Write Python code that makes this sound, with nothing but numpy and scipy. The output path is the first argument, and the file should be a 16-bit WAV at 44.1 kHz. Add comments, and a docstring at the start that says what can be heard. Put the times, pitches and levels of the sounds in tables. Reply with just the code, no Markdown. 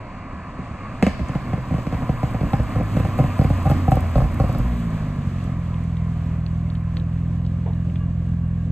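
"""A turbocharged four-cylinder car blips its throttle, then coasts slowly past on an open road at night.
With the throttle shut, leftover fuel pops in the exhaust and rings the pipe, with a thin echo around it.
Just after the car passes, the engine catches, limps and settles to idle; near the end there is a soft scuff.
Throughout, filtered noise makes tyre roar and hissing air, and short bursts make sand and flicked grit.
Two microphone ports listen from the kerb."""
import sys
import numpy as np
from scipy import signal
from scipy.fft import rfft, irfft
from scipy.io import wavfile
from scipy.ndimage import uniform_filter1d

SR = 44100
rng = np.random.default_rng(int(sys.argv[2]) if len(sys.argv) > 2 else 0)


def store_wav(level_fs):
    """Save 16-bit WAV to argv[1]."""
    pcm = np.round(np.clip(np.atleast_2d(level_fs), -1, 1) * 32767)
    wavfile.write(sys.argv[1], SR, pcm.T.astype(np.int16))


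N = 384199

# How fast the engine fires. Each row: time in seconds, firing rate in Hz.
FIRING_RATE = [(0, 42), (.35, 44), (.62, 35), (.78, 44), (1.0, 67.36), (2.0, 60.48), (2.5, 55.1),
               (3.3, 47.43), (4.3, 40.68), (4.46, 43.04), (4.56, 56.3), (4.63, 62.1), (4.72, 59.7),
               (5.02, 50.9), (5.13, 48.4), (5.4, 44.2), (5.6, 42.3), (5.94, 41.3), (6.22, 41.0),
               (6.99, 41.3), (7.43, 42.4), (7.85, 42.6), (8.71, 41.9)]
# Pops in the exhaust. Each row: start in seconds, strength in dB, sharpness from 0 (dull thump) to 1 (bang),
# extra bark in dB, lean of the bark to the tailpipe's upper modes in dB.
POPS = [(0.329, -37, 0, -3, 0), (0.587, -27, 0.3, -2, -10), (0.706, -37.5, 0.07, -6, 0),
        (1.0256, -11.5, 0.99, 3, -6), (1.066, -15, 0.96, 7, -6), (1.193, -24.5, 0.8, 2, 1),
        (1.209, -25, 0, -3, 4), (1.292, -22, 0.54, 1.5, 3), (1.352, -17.5, 0.5, -0.5, 2),
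        (1.532, -18.5, .45, 3.5, 2), (1.576, -24, 0.5, 0, -9), (1.708, -23, .3, 2, 4),
        (1.72, -20, 0.3, -5, 0), (1.74, -18.5, 0.43, 0, 1), (1.781, -28.5, 0.7, 7.5, 4),
        (1.868, -21, 0.58, 1, -2), (1.925, -20.5, 0.6, 1.5, 0), (1.943, -21.5, 0.53, -3, 0),
        (2.021, -23, 0.5, -0.5, 5), (2.092, -15.5, 0.3, 3, 5), (2.231, -16.5, 0.4, 2.5, 5),
        (2.345, -22, 0.5, 4, 1), (2.409, -19.5, 0.17, 1, -5), (2.43, -21, 0.1, 0, 0),
        (2.533, -14.5, 0.53, 3, 5), (2.597, -19, 0.06, 2, -4), (2.758, -18.5, 0.12, 2, -8),
        (2.784, -21, 0.05, -1, -5), (2.798, -24, 0.4, 4.5, -3), (2.808, -17.5, 0.15, 0, 5),
        (2.967, -14.5, 0.4, -0.5, -3), (2.999, -18.5, 0.63, -3, 1), (3.05, -21.5, 0.54, 2, 3),
        (3.188, -18.5, 0.63, 4, 1), (3.196, -14.5, 0.33, 1.5, 2.5), (3.24, -17.5, 0.36, -1, 8),
        (3.391, -12.5, 0.28, -3.5, -1), (3.413, -19, 0.45, 2.5, -3), (3.445, -16.5, 0.48, -1, -1),
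        (3.502, -14, 0.21, -3, 3), (3.654, -18.5, 0.2, 3.5, 13), (3.667, -15.5, 0.3, 0.5, 5),
        (3.699, -18.5, 0.56, 0.5, -3), (3.713, -14, 0.45, -0.5, 0), (3.88, -14, 0.22, 3, 8),
        (3.918, -12.5, 0.52, 4.5, 5), (3.969, -18.5, 0.24, 5, 4), (4.156, -15, 0.06, 5, -5),
        (4.18, -17, 0.34, 2, 10), (4.204, -23, 0.36, 5, 2), (4.218, -20.5, 0, 3, 0),
        (4.239, -19.5, 0.34, -2.5, 1), (4.4, -14, 0.2, 2.5, -3), (4.438, -19, 0.28, -0.5, 2),
        (4.493, -20, 0.4, -0.5, -3.5), (4.549, -24.5, 0.13, 1, -16), (4.595, -22.5, 0, -0.5, -7)]
# Hot gas carries sound faster and raises the exhaust's modes. Each row: time in seconds,
# frequency ratio of the pipe, resonance of the silencer's air cavity in Hz.
HEAT = [(1.07, 1.53, 74.4), (1.3, 1.07, 67.5), (2.9, 1.07, 59.7), (3.3, 1.045, 60.9), (4.5, 1.01, 52.7)]
# Ringing modes. Each row: frequency in Hz, width in Hz, level in dB (the width also scales the level).
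# First the whole exhaust pipe, then the tailpipe, then the tailpipe's high modes rung by a sharp bang.
PIPE_MODES = [(122.3, 33.6, 3.5), (162, 71, 1.5), (264, 85, 2.5)]
TAILPIPE_MODES = [(487, 48, -12), (604, 160, -2), (739, 51, 1.5), (775, 31, 3), (1112, 114, 0),
                  (1325, 140, 1)]
BANG_MODES = [(1270, 90, -3), (1814, 110, -1), (2280, 85, 2), (2850, 60, 0), (4550, 200, -24)]
# Grit flicked by the tyres. Each row: start in seconds, relative level in dB, main frequency in Hz.
GRIT = [(1.286, -44.5, 7200), (3.272, -49, 7800), (3.535, -54, 7000), (3.956, -38, 10500),
        (4.007, -41, 10500), (4.344, -44, 10000), (4.527, -44, 10000), (4.585, -40, 11000),
        (5.441, -49, 8100), (5.743, -41.5, 2600), (5.839, -52, 8000), (5.969, -42.5, 2820),
        (6.464, -39.5, 3380), (6.701, -44, 3500), (6.7525, -41.5, 3100), (6.9695, -32.5, 3200),
        (6.998, -43, 2980), (7.45, -47, 3114), (7.464, -47, 3730), (7.733, -49, 3100), (7.8982, -45, 2200),
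        (7.958, -39, 2750)]
# Swells of a faint whine. Each row: time of the top in seconds, time to fall to about a third in seconds,
# frequency at the top in Hz (before it wavers), level in dB (before it flutters).
WHINES = [(.8, .22, 1110, -48), (2.04, .24, 1000, -46), (5.3, .98, 1170, -57), (8.1, .7, 1140, -60),
          (8.2, .7, 1640, -66), (7.9, 1.1, 2820, -71)]
# The right port against the left. Each row: frequency in Hz, phase lead in radians, extra level in dB.
PORTS = [(0, 0, .7), (150, .12, .7), (400, .24, .7), (1100, .48, 0), (1600, .65, 0), (2600, 0, .5),
         (3800, -1.4, 3), (5200, -3.1, 3), (6200, -5.6, 1), (7300, -6.28, 0), (8500, -5.5, 0),
         (10400, -3.14, 0), (13200, 0, 0), (16000, 0, 0)]

# Tone colours. Each row of all the tables below: frequency in Hz, relative level in dB.
# Engine: the firing pulses, then the difference between alternate firings, which makes the idle lope.
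BEAT_COLOUR = [(20, -40), (42, -3.5), (60, 0), (84, 6), (125, 5), (168, 6.5), (205, -9), (235, -12.5),
               (275, -35), (330, -28.5), (430, -43), (1500, -90.5)]
LOPE_COLOUR = [(20, -36), (62, -1), (102, 3.5), (143, -3.5), (185, -8), (230, -13.5), (280, -39),
               (430, -46.5), (1500, -87.5)]
# Engine: gas puffs, the ring of harder firings in the pipe, the low rumble.
PUFF_COLOUR = [(200, -27.5), (380, 1.5), (520, 15.5), (720, 2.0), (900, -1.5), (1150, -12.0), (1600, 3.5),
               (4000, -40.0)]
FLARE_COLOUR = [(60, -50), (130, -24), (158, 5.5), (190, -1.5), (235, 9.5), (272, -4.5), (330, -15.5),
                (450, -12), (1500, -81)]
RUMBLE_COLOUR = [(15, -27), (30, 0), (60, -4), (110, -1), (180, -5), (255, -3), (330, -15), (420, -22),
                 (700, -20), (1500, -77.5)]
# Pops: the crack of the gas jet, the tick of the manifold, the roadside echo.
CRACK_COLOUR = [(600, 0), (1100, -1.5), (1500, -10.5), (1800, 0.5), (2030, -11), (2300, -1), (2600, -21.5),
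                (2880, -6), (3400, -13.5), (5200, -20.5), (8000, -22), (12000, -28.5), (15500, -65)]
TICK_COLOUR = [(2000, -25), (5000, -10), (8000, 2.5), (13000, 0), (14500, -6), (15500, -15.5)]
ECHO_COLOUR = [(60, -1), (250, -8.0), (700, 0.0), (2000, 5.0), (3700, 8.5), (5000, 14.5), (12000, -19.5)]
# Car and road: tyre roar, hissing air, the scuff, fine sand.
TYRE_COLOUR = [(200, 9), (400, -5.5), (520, 1), (720, 4), (880, -3), (1020, 7), (1180, 4.5), (1460, -5),
               (1680, -2.5), (1900, -5.5), (2300, -6.5), (2800, -12), (3400, -46), (4500, -20), (8000, -68)]
AIR_COLOUR = [(1500, 12.5), (3000, 10), (4200, 4.5), (5300, -0.5), (7000, 1.5), (8500, 1), (10000, -13.5),
              (12500, -0.5), (14500, -14), (15500, -27)]
SCUFF_COLOUR = [(200, -19), (340, 1.5), (430, -0.5), (560, 0), (800, 3.5), (1000, -5), (1250, -21),
                (1800, -20), (3000, -23.5), (6000, -43)]
SAND_COLOUR = [(1000, -4.0), (3200, -4.0), (5500, -7), (9000, 9.0), (13000, -3.0), (15500, -14.5)]

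# the drive: when the car is nearest, how far off, how fast then, and the time constant of its slowing
PASSES_S, KERB_M, SPEED_M_S, SLOWING_S = 4.116, 6.71, 3.95, 2.23
# the throttle shuts after the blip, the engine catches, the idle settles; CHANGE_S sets how fast each change is
LIFT_S, CATCH_S, SETTLED_S, CHANGE_S = 0.83, 4.6, 5.39, 0.046
# a sharp ignition barks, cracks and ticks more, a slow one thumps more: dB over the range of sharpness
SHARP_BARK_DB, SHARP_CRACK_DB, SHARP_TICK_DB, DULL_THUMP_DB = 5.5, 23.5, 35.5, 15.5
# leftover fuel may go off a few firings after a pop: chance for the dullest pop, change in level, sharpness
STRAGGLER_SHARE, STRAGGLER_DB, STRAGGLER_SHARPNESS = .45, -11, 0.3
# the manifold ticks this long before the pressure wave reaches the tailpipe
PIPE_TRAVEL_S = 0.0083
# the lope is strongest at idle speed or below and fades with a power of the speed above it
IDLE_HZ, LOPE_POWER = 41, 4
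# spreads: rumble surges, firing strength, ring of the firings in the pipe
SURGE_DB, SCATTER_DB, STUMBLE_DB = 2, 1.15, 2.5
# until the idle settles: size of the limp, time of one of its hardest firings, extra spread in firing time
LIMP_DB, LIMP_S, STUMBLE_S = 4.5, 5.015, .00015
# bands of tyre roar that flicker on their own: frequencies, sharpness, spread, changes per second
TREAD_HZ, TREAD_Q, TREAD_DB, TREAD_RATE = [700, 1020, 1200, 1680, 2150, 2650], 8, 1.6, 16


def scene():
    """Mix the car, its pops, their echo and the sounds of the road."""
    pops = afterfire()
    car = engine() + pops + tyre_roar() + air_hiss() + whine()
    return car + grit() + scuff() + crunch() + roadside(pops)


def engine():
    """Each firing sends a pulse through the silencer; a smooth drone lies under them until the engine catches."""
    rate_hz, = curves(FIRING_RATE)
    phase = np.cumsum(rate_hz) / SR  # counts firings
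    return firings(phase, rate_hz) + throb(phase) + drone(phase) + rumble()


def firings(phase, rate_hz, lope_db=-8, lope_lag_s=0.0017, jitter_s=0.00008, gas_db=-32):
    """Pulses of varying strength and timing, with puffs of gas, ring the silencer and the pipe."""
    k = np.arange(1, int(phase[-1]) + 1)
    chance = rng.standard_normal((len(k), 3))
    due = np.interp(k, phase, np.arange(N)).astype(int)
    unsettled = (after(CATCH_S) * (1 - after(SETTLED_S)))[due]
    late = (jitter_s + STUMBLE_S * unsettled) * SR * chance[:, 0]
    at = np.clip((due + late).astype(int), 0, N - 1)
    pulses, uneven, hard = np.zeros((3, N))
    # just after the catch the strength rises and falls over every four firings
    limp = unsettled * (np.cos(np.pi / 2 * (k - phase[int(LIMP_S * SR)])) - .25)
    pulses[at] = undb(SCATTER_DB * chance[:, 1] + LIMP_DB * limp)
    # alternate firings differ, most of all at low speed
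    uneven[at] = (-1) ** k * np.minimum(IDLE_HZ / rate_hz[at], 1) ** LOPE_POWER
    hard[at] = undb(STUMBLE_DB * np.clip(chance[:, 2], -2, 1))
    lope = unit(colour(np.roll(uneven, int(lope_lag_s * SR)), LOPE_COLOUR)) * undb(lope_db)
    beat = smear(unit(colour(pulses, BEAT_COLOUR)) + lope, hz=88, q=.6)
    beat_db = heard(db=-27.0, near_power=0.86, overrun_db=-12.5, astern_db=13.5)
    return (beat + undb(gas_db) * puffs(phase)) * undb(beat_db) + flare(hard)


def smear(x, hz, q):
    """All-pass filter: a chamber holds back the part of each pulse near its resonance."""
    return 2 * signal.lfilter(*signal.iirpeak(hz, q, fs=SR), x) - x


def puffs(phase):
    """Rushing gas: noise that starts strong at each firing and dies away until the next."""
    return unit(np.exp(-(phase % 1) / 0.73) * noise(PUFF_COLOUR))


def flare(hard, catch_db=-31, top_s=4.68, fade_s=.5, idle_db=-50):
    """As the engine catches, harder firings ring the pipe's upper mode; a little of it stays at idle."""
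    swell = np.exp(-np.abs(np.arange(N) / SR - top_s) / fade_s)
    effort = after(CATCH_S) * (undb(catch_db) * swell + undb(idle_db))
    return unit(colour(hard, FLARE_COLOUR)) * effort


def throb(phase, db=-19.0, top_s=4.68, fade_s=0.1, lag_turns=.15):
    """The first full firings throb in the silencer: a short swell of tone at the firing rate."""
    swell = after(CATCH_S) * np.exp(-np.abs(np.arange(N) / SR - top_s) / fade_s)
    return unit(np.sin(2 * np.pi * (phase - lag_turns))) * undb(db) * swell


def drone(phase):
    """A smooth tone at twice the firing rate, with faint tones at three and four times, until the catch."""
    tone = np.sin(4 * np.pi * phase)
    tone = tone + undb(-21) * np.sin(6 * np.pi * phase) + undb(-17.0) * np.sin(8 * np.pi * phase)
    level_db = heard(db=-27.3, near_power=1.44, overrun_db=4)
    return unit(tone) * (1 - after(CATCH_S)) * undb(level_db + 1.3 * walk(14))


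def rumble():
    """Low noise that surges unevenly."""
    level_db = heard(db=-32, near_power=0.58, pace_power=0.21, overrun_db=4.5)
    return noise(RUMBLE_COLOUR) * undb(level_db + SURGE_DB * walk(21))


def afterfire(thump_db=-9.5, boom_db=0., bark_db=-12, crack_db=-37, bang_db=-40, tick_db=-51,
              cavity_width_hz=11, damping_db=2, detune=0.019, bark_near_power=0.49, shade=0.24,
              push_s=0.0007, swell_s=0.0072, sputter=0.058, sputter_s=0.0091,
              crack_s=0.056, snap_s=0.004, snap=2.6, tick_s=0.014):
    """Each pop ticks in the manifold, cracks, barks in the tailpipe, booms down the pipe and thumps the silencer."""
    out = np.zeros(N)
    near_db = drive()[0]
    heats, cavities_hz = curves(HEAT)
    t = np.arange(SR // 8) / SR
    push = t * np.exp(-t / push_s)
    # the standing wave needs a round trip to build up
    swell = 1 - np.exp(-t / swell_s)
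    for s, strength_db, sharpness, extra_db, lean_db in ignitions():
        chance = rng.standard_normal((4, len(t)))
        own = 1 + detune * chance[2]  # each pop is slightly out of tune
        heat, cavity_hz = heats[int(s * SR)], cavities_hz[int(s * SR)]
        damping = undb(damping_db * chance[2, -1])
        near = near_db[int(s * SR)]

        cavity = swell * ring([(cavity_hz, cavity_width_hz, 0)], t, own[0], 1)
        pipe = swell * ring(PIPE_MODES, t, heat * own[1], -0.86, damping)
        boom = -signal.fftconvolve(pipe, push)[:len(t)]
        # a sharp ignition, then the flame sputters out
        flame = sputter * chance[0] * np.exp(-t / sputter_s)
        flame[0] = 1
        bark = signal.fftconvolve(ring(TAILPIPE_MODES, t, own[2], 1.0, damping), flame)[:len(t)]
        # at a distance the car's body shades the tailpipe's upper modes
        bark = colour(bark, [(250, -33.0), (400, 3.0), (490, 17.5), (800, 8.5 + lean_db + shade * near),
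                             (1400, -6 + shade * near), (2200, -27.5), (5000, -3.5), (12000, -45.5)])
        bang = ring(BANG_MODES, t, 0.92, -1.07)
        jet = chance[1] * (np.exp(-t / crack_s) + snap * np.exp(-t / snap_s))
        crack = colour(jet, CRACK_COLOUR)
        tick = colour(chance[3] * np.exp(-t / tick_s), TICK_COLOUR)

        dull_db = DULL_THUMP_DB * np.clip(1 - sharpness, 0, 1) ** 4
        sharp_bark_db = extra_db + SHARP_BARK_DB * sharpness + bark_near_power * near
        sharp_crack_db = SHARP_CRACK_DB * sharpness
        sharp_tick_db = SHARP_TICK_DB * min(sharpness, .65) + 2.8 * near
        for part, db in ((cavity, thump_db + dull_db), (boom, boom_db), (bark, bark_db + sharp_bark_db),
                         (bang, bang_db + sharp_crack_db), (crack, crack_db + sharp_crack_db)):
            add(out, s, burst(part) * undb(strength_db + db))
        add(out, s - PIPE_TRAVEL_S, burst(tick) * undb(strength_db + tick_db + sharp_tick_db))
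    return out


def ignitions():
    """All the pops; a slow one leaves fuel that may go off again one to three firings later."""
    stragglers = []
    for (s, db, sharpness, *_), (luck, wait) in zip(POPS, rng.random((len(POPS), 2))):
        if luck < STRAGGLER_SHARE * (1 - sharpness):
            delay_s = (1 + int(3 * wait)) / np.interp(s, *np.transpose(FIRING_RATE))
            stragglers.append((s + delay_s, db + STRAGGLER_DB, STRAGGLER_SHARPNESS, 0, 0))
    return POPS + stragglers


def ring(modes, t, ratio, flip, damping=1):
    """Damped modes; with a negative flip neighbours oppose, as at the far end of a pipe."""
    total = 0
    for k, (hz, width_hz, db) in enumerate(modes):
        decay = np.exp(-np.pi * width_hz * damping * t)
        total = total + flip ** k * undb(db) * width_hz * decay * np.cos(2 * np.pi * hz * ratio * t)
    return total


def tyre_roar():
    """Tyres on the road: noise that swells as the car comes near and weakens as it slows."""
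    roar_db = heard(db=-34.5, near_power=0.95, pace_power=0.83)
    return flicker(wide(TYRE_COLOUR, side_db=-20.5)) * undb(roar_db + 0.92 * walk(12))


def flicker(x):
    """Narrow bands of the tyre roar rise and fall as the road's texture changes."""
    out = x
    for hz in TREAD_HZ:
        band = signal.lfilter(*signal.iirpeak(hz, TREAD_Q, fs=SR), x)
        out = out + band * (undb(TREAD_DB * walk(TREAD_RATE)) - 1)
    return out


def air_hiss(air_db=7.5):
    """Air hisses from the engine bay, swelling as the car comes near; distance dulls it."""
    low_pass = signal.butter(4, 8600, fs=SR, output="sos")
    dull = signal.sosfilt(low_pass, wide(AIR_COLOUR, side_db=-3.5))
    bright = wide(AIR_COLOUR, side_db=-9.0)
    share = undb(brightness())
    return (dull * np.sqrt(1 - share ** 2) + bright * share) * undb(hiss_level() + air_db + 1.3 * walk(13.0))


def hiss_level(turbo_db=3):
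    """Base level of the hiss in dB: it gains most while the turbo spins."""
    return heard(db=-56.0, near_power=0.78, pace_power=0.24, astern_db=-8.5) + turbo_db * turbo()


def brightness(turbo_db=13.5):
    """Share of the hiss, in dB, that keeps its top: all of it close by with the turbo spinning."""
    return np.minimum(heard(db=-5.5, near_power=1.2) + turbo_db * turbo(), 0)


def turbo(spool_s=0.28, run_down_s=0.25):
    """Speed of the turbo, 0-1: it spools up around the throttle lift and runs down after the engine catches."""
    t = np.arange(N) / SR
    spool = .5 + .5 * np.tanh((t - LIFT_S) / spool_s)
    return spool * np.exp(-np.maximum(t - CATCH_S, 0) / run_down_s)


def whine(waver_hz=18, sag_hz_per_s=55, flutter_db=4):
    """Thin, unsteady tones come and go over the tyre roar, each sagging in pitch."""
    out = np.zeros(N)
    for s, length_s, hz, db in WHINES:
        t = np.arange(N) / SR - s
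        phase = np.cumsum(hz - sag_hz_per_s * t + waver_hz * walk(60)) / SR
        out += unit(np.sin(2 * np.pi * phase)) * np.exp(-(t / length_s) ** 2) * undb(db)
    return out * undb(flutter_db * walk(24.5))


def grit(grit_db=-10, snap_s=.0008, scrape=.19, decay_s=0.008):
    """Small stones snap from under the tread, then scrape briefly: short bursts of coloured noise."""
    out = np.zeros(N)
    t = np.arange(SR // 20) / SR
    fade = np.exp(-t / snap_s) + scrape * np.exp(-t / decay_s)
    for s, db, hz in GRIT:
        push = rng.standard_normal(len(t)) * fade
        stone = colour(push, [(hz * .1, -12), (hz * 0.33, -4), (hz * 0.55, -6), (hz, 0), (hz * 1.35, 0),
                              (hz * 1.57, -18), (hz * 4, -40)])
        add(out, s, burst(stone) * undb(db + grit_db))
    return out


def scuff(at_s=7.662, knock_s=0.019, knock_db=-35, rub_s=0.03, rub_db=-41):
    """A dull knock and a brief rub as the car turns in: low-passed noise under two short swells."""
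    t = np.arange(N) / SR - at_s
    knock = undb(knock_db) * (t > 0) * np.exp(-np.abs(t) / knock_s)
    rub = undb(rub_db) * np.exp(-(t / rub_s - 1) ** 2)
    thud = (knock + rub) * noise(SCUFF_COLOUR)
    return signal.sosfilt(signal.butter(2, 3000, fs=SR, output="sos"), thud)


def crunch(count=300, spread_db=-1.5, level_db=-11):
    """Fine sand ticks under the rolling tyres at random moments, louder when they are near."""
    near_db = hiss_level() + .5 * brightness()
    ticks = np.zeros(N)
    where, size = rng.random((count, 2)).T
    ticks[(where * N).astype(int)] = undb(-spread_db * np.log(np.maximum(size, .03)))
    t = np.arange(SR // 100) / SR
    grains = signal.fftconvolve(ticks, np.exp(-t / 0.00045))[:N] * rng.standard_normal(N)
    return unit(colour(grains, SAND_COLOUR)) * undb(near_db + level_db)


def roadside(x, echo_db=-15, t60_s=0.93, first_s=0.0014):
    """Kerbs, bushes and a wall scatter a thin echo back: a fading tail of noise for each channel."""
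    t = np.arange(SR) / SR
    shape = np.clip(t / first_s - 1, 0, 1) * undb(-60 * t / t60_s)
    tails = rng.standard_normal((2, SR)) * shape / np.sqrt(np.sum(shape ** 2))
    x = colour(x, ECHO_COLOUR)
    return undb(echo_db) * np.array([signal.fftconvolve(x, tail)[:N] for tail in tails])


def heard(db, near_power, pace_power=0, overrun_db=0, astern_db=0):
    """Level in dB of a part of the car, set by nearness, road speed, the overrun and the view from behind."""
    near_db, pace_db, astern = drive()
    overrun = after(LIFT_S) - after(CATCH_S)
    return db + near_power * near_db + pace_power * pace_db + overrun_db * overrun + astern_db * astern


def drive():
    """Nearness and road speed in dB against the moment of passing, and how the tailpipe faces the kerb (0-1)."""
    pace = np.exp((PASSES_S - np.arange(N) / SR) / SLOWING_S)
    along = SPEED_M_S * SLOWING_S * (1 - pace)
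    distance = np.hypot(along, KERB_M)
    return 20 * np.log10(KERB_M / distance), 20 * np.log10(pace), np.maximum(along / distance, 0) ** 2


def after(s):
    """A smooth switch from 0 to 1 around time s."""
    return .5 + .5 * np.tanh((np.arange(N) / SR - s) / (2 * CHANGE_S))


def undb(db):
    """Decibels to gain."""
    return 10 ** (np.asarray(db) / 20)


def curves(table):
    """Each column of a timed table, sample by sample."""
    s, *columns = np.transpose(table)
    return [np.interp(np.arange(N) / SR, s, c) for c in columns]


def unit(x):
    """Scale to an rms (average strength) of 1."""
    return x / np.sqrt(np.mean(x ** 2))


def burst(x):
    """Scale a short sound to the energy of 20 ms at an rms of 1."""
    return x * np.sqrt(.02 * SR / np.sum(x ** 2))


def add(track, s, x):
    """Mix a short sound in at time s."""
    start = int(s * SR)
    track[start:start + len(x)] += x[:N - start]


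def walk(rate):
    """Random levels held 1 / rate seconds and smoothed twice; spread near 1."""
    k = int(SR / rate)
    steps = np.repeat(rng.standard_normal(N // k + 1), k)
    return 1.3 * uniform_filter1d(uniform_filter1d(steps, k), k)[:N]


def colour(x, spectrum, size=16384):
    """Filter with the given tone colour; folding the cepstrum keeps the response from starting early."""
    hz, db = np.transpose(spectrum)
    gain = undb(np.interp(np.log(np.fft.rfftfreq(size, 1 / SR) + 1), np.log(hz), db))
    cepstrum = irfft(np.log(gain))
    cepstrum[1:size // 2] *= 2
    cepstrum[size // 2 + 1:] = 0
    response = irfft(np.exp(rfft(cepstrum)))[:size // 2]
    return signal.fftconvolve(x, response)[:len(x)]


def noise(spectrum):
    """Coloured noise with an rms of 1."""
    return unit(colour(rng.standard_normal(N), spectrum))


def wide(spectrum, side_db):
    """Noise from a spread-out source: two channels that are partly alike."""
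    return noise(spectrum) + undb(side_db) * noise(spectrum) * np.array([[1], [-1]])


def record(dry):
    """Two ports hear the sound with different phase and level; the top is cut above 15400 Hz."""
    hz, *columns = np.transpose(PORTS)
    lead, db = (np.interp(np.fft.rfftfreq(N, 1 / SR), hz, c) for c in columns)
    dry = dry * signal.windows.tukey(N, .001)  # very short fades at both ends
    left = irfft(rfft(dry[0]) * undb(-db / 2), N)
    right = irfft(rfft(dry[1]) * undb(db / 2) * np.exp(1j * lead), N)
    low_pass = signal.ellip(8, .2, 80, 15400, fs=SR, output="sos")
    return signal.sosfilt(low_pass, np.array([left, right]))


dry = scene()
out = record(dry)
store_wav(out)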